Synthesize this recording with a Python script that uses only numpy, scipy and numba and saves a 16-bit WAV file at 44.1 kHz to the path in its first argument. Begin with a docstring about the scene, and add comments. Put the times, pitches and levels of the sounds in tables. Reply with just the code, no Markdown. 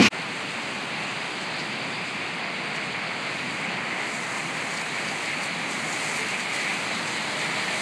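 """A rain-wet city street, heard from the pavement after a short loud thump and rush that stop dead.
Engines rumble as low shaped noise; tyres roar, their tread notes sing, and the water film sizzles.
Spray, made of noise and tiny impacts, grows louder and brighter halfway, with small splashes.
A car draws nearer towards the end, and two horns, nearly pure tones, sound faintly far off."""
import sys
import numpy as np
from scipy import signal
from scipy.fft import rfft, irfft
from scipy.io import wavfile
from scipy.ndimage import uniform_filter1d
from numba import njit

SR = 44100
rng = np.random.default_rng(int(sys.argv[2]) if len(sys.argv) > 2 else 0)


def int16_out(signal):
    """Quantize to a 16-bit WAV file."""
    q = np.round(np.clip(np.atleast_2d(signal).T, -1, 1) * 32767)
    wavfile.write(sys.argv[1], SR, q.astype(np.int16))


N = 344421
TIME = np.arange(N) / SR  # seconds


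def undb(db):
    """Decibels to gain."""
    return 10 ** (np.asarray(db) / 20)


def unit(x):
    """Scale to rms 1."""
    return x / np.sqrt(np.mean(x ** 2))


def curves(table):
    """The columns of a table, after its times, as controls with one value a sample."""
    s, *columns = np.transpose(table)
    return [np.interp(TIME, s, column) for column in columns]


def colour(x, spectrum):
    """Shape a sound with a spectrum that falls a steady 20 dB an octave beyond its ends; rms 1."""
    hz, db = np.transpose(spectrum)
    octave = np.log2(np.arange(N // 2 + 1) * SR / N + 1)
    points = np.log2(hz)
    outside = np.abs(octave - np.clip(octave, points[0], points[-1]))
    gain = undb(np.interp(octave, points, db) - 20 * outside)
    return unit(irfft(rfft(x) * gain, N))


def noise():
    """White noise."""
    return rng.standard_normal(N)


def walk(rate):
    """Random levels held 1 / rate s and smoothed; rms 1."""
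    hold = int(SR / rate)
    steps = np.repeat(rng.standard_normal(N // hold + 1), hold)[:N]
    return unit(uniform_filter1d(steps, hold))


def droplets(per_s, spread_db):
    """Tiny impacts at random moments, most small and a few large; rms 1."""
    size = undb(spread_db * np.minimum(rng.exponential(size=N), 5))
    hit = rng.random(N) < per_s / SR
    return unit(hit * size * np.sign(noise()))


@njit
def resonance(x, hz, width):
    """State-variable band-pass whose centre moves."""
    y, band, low = np.empty(len(x)), 0., 0.
    for i in range(len(x)):
        g, k = np.tan(np.pi * hz[i] / SR), width / hz[i]
        v = (band + g * (x[i] - low)) / (1 + g * (g + k))
        band, low, y[i] = 2 * v - band, low + 2 * g * v, k * v
    return y


def tyres():
    """Rolling tyres roar; air pumped through the tread grooves rings in broad notes that wander apart."""
    # The stream of cars, slowly drawing nearer. 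Each row: time in seconds, roar in dB, tread note in dB.
    traffic = [(.15, -33, -38.5), (1.3, -33, -40), (1.9, -33.5, -36.5), (2.8, -32.5, -35), (3.1, -32, -38),
               (3.4, -33.5, -34.5), (3.85, -31.5, -35.8), (4.2, -32.2, -36.5), (4.7, -32, -37),
               (5.3, -32.5, -34.5), (5.9, -31.5, -34.5), (6.4, -32, -34), (7.35, -31.5, -36),
               (7.55, -31, -33.5), (7.73, -30, -32), (7.8, -30.5, -34)]
    # Spectrum of the roar. Each row: frequency in Hz, relative level in dB per Hz.
    roar_spectrum = [(200, -9), (380, -6.5), (550, -3), (780, 0), (1100, -1.5), (1550, -2.5), (2100, 0),
                     (2750, -5.5), (3200, -11), (4200, -42)]
    # The tread note, sinking overall. Each row: time in seconds, centre in Hz.
    tread_pitch = [(1.7, 2410), (4.0, 2170), (5.4, 2224), (7.8, 2190)]
    # Tyres of different sizes. Each row: share of the centre pitch, relative level in dB.
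    tread_voices = [(.93, -5), (1, -4.5), (1.08, -5.5)]
    width_hz, wander_share, flicker_db = 570.0, .035, 1.6
    air_hz = 8500  # the tread note dies away above this

    roar_db, tread_db = curves(traffic)
    centre_hz = curves(tread_pitch)[0]
    roar = colour(noise(), roar_spectrum) * undb(roar_db + 0.35 * walk(18))
    air_filter = signal.butter(4, air_hz, fs=SR, output="sos")
    grooves = np.zeros(N)
    for share, db in tread_voices:
        hz = share * centre_hz * (1 + wander_share * walk(9))
        pumping = signal.sosfilt(air_filter, noise())
        note = resonance(resonance(pumping, hz, width_hz), hz, width_hz)
        grooves += unit(note) * undb(db + flicker_db * walk(13))
    return roar + grooves * undb(tread_db + tread_swells() + 0.34 * walk(20))


def tread_swells():
    """The tread note swells as single cars pass; dB."""
    # Each row: moment in seconds, swell in dB, half length in seconds (to 1/e of the swell).
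    passes = [(.38, 2, .04), (.93, 4, 0.06), (1.09, 5, 0.066), (2.72, 0, 0.15), (3.998, 3.7, 0.071),
              (4.975, 3.5, 0.037), (5.39, 2, 0.09), (6.216, 2.5, 0.085), (6.683, 4, 0.069),
              (7.158, 3, .045), (7.73, 1.5, .06)]
    return sum(db * np.exp(-((TIME - s) / half) ** 2) for s, db, half in passes)


def engines():
    """Many engines and their echoes blur into one throbbing rumble of low noise."""
    # The rumble's uneven level, wavering by chance. Each row: time in seconds, rumble in dB.
    engine_level = [(.15, -41), (.95, -39), (1.15, -40.5), (1.6, -39), (2.45, -40.5), (2.7, -39),
                    (3.15, -40.3), (3.5, -38), (4.0, -39.5), (4.15, -41), (4.55, -38), (4.78, -43),
                    (4.98, -39.5), (6.4, -39.3), (6.6, -41.5), (6.8, -38.5), (7.8, -39)]
    # Spectrum of the rumble. Each row: frequency in Hz, relative level in dB per Hz.
    engine_spectrum = [(25, -31), (45, -35), (80, -21.5), (115, -9), (155, -1.5), (220, -1.5), (320, -5),
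                       (450, -10.5), (800, -26.5)]
    level_db = curves(engine_level)[0]
    return colour(noise(), engine_spectrum) * undb(level_db + 0.25 * walk(6.5))


def water_film():
    """The tread squeezes the water film aside with a dense sizzle whose sharp edge drifts."""
    # The film under the tyres. Each row: time in seconds, sizzle in dB.
    film_level = [(.15, -42.5), (1.55, -40), (2.2, -41.5), (2.85, -41), (4.35, -44.5), (5.1, -41.5),
                  (5.65, -41.5), (6.1, -41.5), (6.7, -40.2), (7.65, -36), (7.8, -38)]
    # Spectrum of the sizzle. Each row: frequency in Hz, relative level in dB per Hz.
    film_spectrum = [(2200, -31), (2900, 2), (3500, 2.5), (4300, 1.5), (4850, -1.5), (5250, -13),
                     (6200, -32)]
    # The sharp edge sinks. Each row: time in seconds, centre in Hz, level in dB against the sizzle.
    sizzle_edge = [(1.2, 4570, -7), (4, 4450, -6.5), (7, 4100, -8)]
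    width_hz, wander_share = 850.0, .04

    level_db = curves(film_level)[0]
    centre_hz, edge_db = curves(sizzle_edge)
    sizzle = colour(noise() + 0.53 * droplets(per_s=3000, spread_db=2.5), film_spectrum)
    hz = centre_hz * (1 + wander_share * walk(14))
    edge = resonance(colour(noise(), film_spectrum), hz, width_hz)
    edge = unit(resonance(edge, hz, width_hz))
    film = sizzle + edge * undb(edge_db + 2 * walk(13))
    return film * undb(level_db + 0.75 * walk(25))


def spray():
    """Mist hisses behind the wheels in shifting jets and flung drops patter; near, loud spray keeps more top."""
    # Swells behind each nearer car. Each row: time in seconds, hiss in dB.
    spray_level = [(.15, -47), (1.05, -46.5), (2.5, -48.8), (3.1, -49), (3.42, -45.5), (3.8, -48.5),
                   (4.08, -43.2), (4.35, -42), (4.47, -43), (4.68, -41), (4.93, -42.5), (5.05, -41),
                   (5.58, -43.5), (6.05, -37.5), (6.4, -40.5), (6.8, -40), (7.15, -41), (7.55, -40.5),
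                   (7.8, -39.5)]
    # Spectrum of the mist. Each row: frequency in Hz, relative level in dB per Hz.
    spray_spectrum = [(4500, 2), (5400, -7), (6200, -1), (7200, 0.5), (8400, -1), (9600, -8),
                      (11000, -15.5), (12500, -26), (13600, -34), (14500, -60)]
    jet_hz, jet_width_hz, jet_wander_share, jet_flicker_db = 7600, 1700.0, .12, 1.6
    top_follow = 0.25  # extra dB at the very top per dB of spray

    level_db = curves(spray_level)[0]
    mist = colour(noise() + 0.82 * droplets(per_s=2200, spread_db=2.0), spray_spectrum)
    top = resonance(mist, np.full(N, 11500.), 4000.)
    near = undb(top_follow * (level_db - np.mean(level_db)))
    jets = resonance(mist, jet_hz * (1 + jet_wander_share * walk(11)), jet_width_hz)
    jet_gain = undb(jet_flicker_db * walk(16))
    patchy = mist + (near - 1) * top + (jet_gain - 1) * jets
    return patchy * undb(level_db + 0.5 * walk(24) + 0.34 * walk(7))


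def splashes():
    """Each puddle throws up a quick, sputtering swell of drops that thins out a little more slowly."""
    # Tyres through puddles. Each row: peak in seconds, level in dB, rise in seconds, brightest pitch in Hz.
    puddles = [(1.415, -42, .014, 6000), (1.6, -39.5, 0.023, 4200), (2.757, -42.5, .011, 7200),
               (4.385, -43, .012, 8500), (4.57, -43, .008, 10000), (4.71, -43.5, .04, 7500),
               (4.778, -39, .009, 4600), (4.814, -38, .006, 9500), (5.087, -36, .006, 4800),
               (5.235, -43, .018, 8000), (5.435, -40, .021, 10000), (5.72, -38, 0.022, 8800),
               (6.17, -38.5, 0.026, 10500), (6.28, -41, .02, 9500), (6.403, -39.5, 0.011, 8500),
               (6.548, -37.8, 0.018, 9500), (6.61, -40, .018, 6000), (6.94, -41, 0.024, 7500),
               (7.08, -37, .004, 7500)]
    # Spectrum of splashed drops. Each row: frequency in Hz, relative level in dB per Hz.
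    drop_spectrum = [(3500, -3), (4600, 9.5), (5400, -2.5), (6300, -1), (8400, -1), (9700, -12),
                     (11000, -17), (12600, -20), (13800, -36), (14600, -56)]
    fall_ratio = 1.9  # fall time as a multiple of the rise
    width_share = .8  # band width as a share of the brightest pitch
    sputter_db = 2.0  # uneven spurts

    out = np.zeros(N)
    drops = colour(noise() + droplets(per_s=2600, spread_db=4.0), drop_spectrum)
    for peak, db, rise, hz in puddles:
        side_s = np.where(TIME < peak, rise, rise * fall_ratio)
        swell = np.exp(-((TIME - peak) / side_s) ** 2)
        band = unit(resonance(drops, np.full(N, float(hz)), width_share * hz))
        out += undb(db) * swell * band
    return out * unit(undb(sputter_db * walk(170)))


def rush():
    """A loud rush of shaped noise over the thump; both stop dead with a tick and a tiny tail."""
    # The opening. 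Each row: time in seconds, low rumble in dB, hiss in dB, hollow ring in dB.
    rush_level = [(0, -17, -20.5, -20), (.012, -15, -20, -29), (.026, -25, -16.5, -12),
                  (.038, -24, -18, -27), (.05, -27, -18, -21), (.066, -35, -15.5, -32),
                  (.083, -30, -24, -30)]
    # Spectrum of the hiss. Each row: frequency in Hz, relative level in dB per Hz.
    rush_spectrum = [(130, -2), (250, -9), (600, -13), (850, -8.5), (1300, -6), (1750, -8), (2500, 1),
                     (2850, -2), (3400, -10.5), (4400, -9), (5200, -12), (7000, -18), (10000, -32),
                     (14000, -46)]
    end_s = .085
    snap_db, snap_s = -35, 0.00039  # the tick: level and half length
    tail_db, tail_s = -17, 0.0024  # what is left after the stop: level and decay time

    rumble_db, hiss_db, ring_db = curves(rush_level)
    snap = noise() * undb(snap_db) * np.exp(-((TIME - end_s) / snap_s) ** 2)
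    tail = undb(tail_db) * np.exp(-np.abs(TIME - end_s) / tail_s)
    stop = np.where(TIME < end_s, 1, tail)
    hiss = colour(noise(), rush_spectrum) * undb(hiss_db)
    return (thump(rumble_db, ring_db) + hiss) * stop + snap


def thump(rumble_db, ring_db):
    """A short knock of decaying modes, and a hollow ring that sinks in pitch over a low rumble."""
    # Modes of the knock. Each row: frequency in Hz, level in dB, time to fall 60 dB in seconds.
    knock_modes = [(349, -24, 0.23), (480, -24, .06), (600, -30, .07), (710, -21.5, 0.058)]
    # Spectrum of the rumble. Each row: frequency in Hz, relative level in dB per Hz.
    thump_spectrum = [(40, -52), (85, -30), (125, -7), (190, -7), (240, 1), (350, -9), (500, -10),
                      (800, -18)]
    start_hz, end_hz, sink_s = 346, 198.7, 0.0199  # the ring's first and last pitch, settling time
    low_hz = 117  # the thump has no depth below this

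    knock = sum(undb(db - 60 * TIME / t60) * np.sin(2 * np.pi * hz * TIME) for hz, db, t60 in knock_modes)
    ring_hz = end_hz + (start_hz - end_hz) * np.exp(-TIME / sink_s)
    ring = undb(ring_db) * np.sin(2 * np.pi * np.cumsum(ring_hz) / SR)
    rumble = colour(noise(), thump_spectrum) * undb(rumble_db)
    body = np.sqrt(2) * (knock + ring) + rumble
    return signal.sosfilt(signal.butter(4, low_hz, "high", fs=SR, output="sos"), body)


def horns():
    """Far horns keep little but their lowest partial, waver, and swell or sink towards their level."""
    # Each row: start in seconds, length in seconds, pitch in Hz, end level in dB,
    # swell in dB (negative sinks), pitch waver as a share.
    calls = [(6.165, 0.12, 450, -42, -4, .014), (6.9, .92, 627, -43, 15, 0.01003)]
    out = np.zeros(N)
    drift, flutter = walk(30), undb(2.5 * walk(14))
    for start, length, hz, db, swell_db, waver in calls:
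        end = start + length
        left = np.clip((end - TIME) / length, 0, 1)
        gate = np.clip(np.minimum(TIME - start, end - TIME) / 0.039, 0, 1)  # 39 ms in and out
        phase = 2 * np.pi * np.cumsum(hz * (1 + waver * drift)) / SR
        tone = np.sin(phase) + undb(-18) * np.sin(2 * phase)
        out += np.sqrt(2) * undb(db - swell_db * left) * gate * tone
    return out * flutter


def scene():
    """The rush, a moment of near silence, then the street."""
    street_start_s, street_fade_s = 0.1, 0.033
    cars = tyres() + engines() + horns()
    water = water_film() + spray() + splashes()
    fade_in = np.clip((TIME - street_start_s) / street_fade_s, 0, 1) ** 1.65
    street = (cars + water) * np.maximum(fade_in, undb(-44))  # faintly there from the start
    return (rush() + street)[None]


def record(dry):
    """The recorder rounds the loudest peaks and cuts the top."""
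    peak_limit, top_hz = .7, 15000
    rounded = dry / (1 + (dry / peak_limit) ** 8) ** (1 / 8)
    return signal.sosfilt(signal.ellip(8, .2, 70, top_hz, fs=SR, output="sos"), rounded)


dry = scene()
out = record(dry)
int16_out(out)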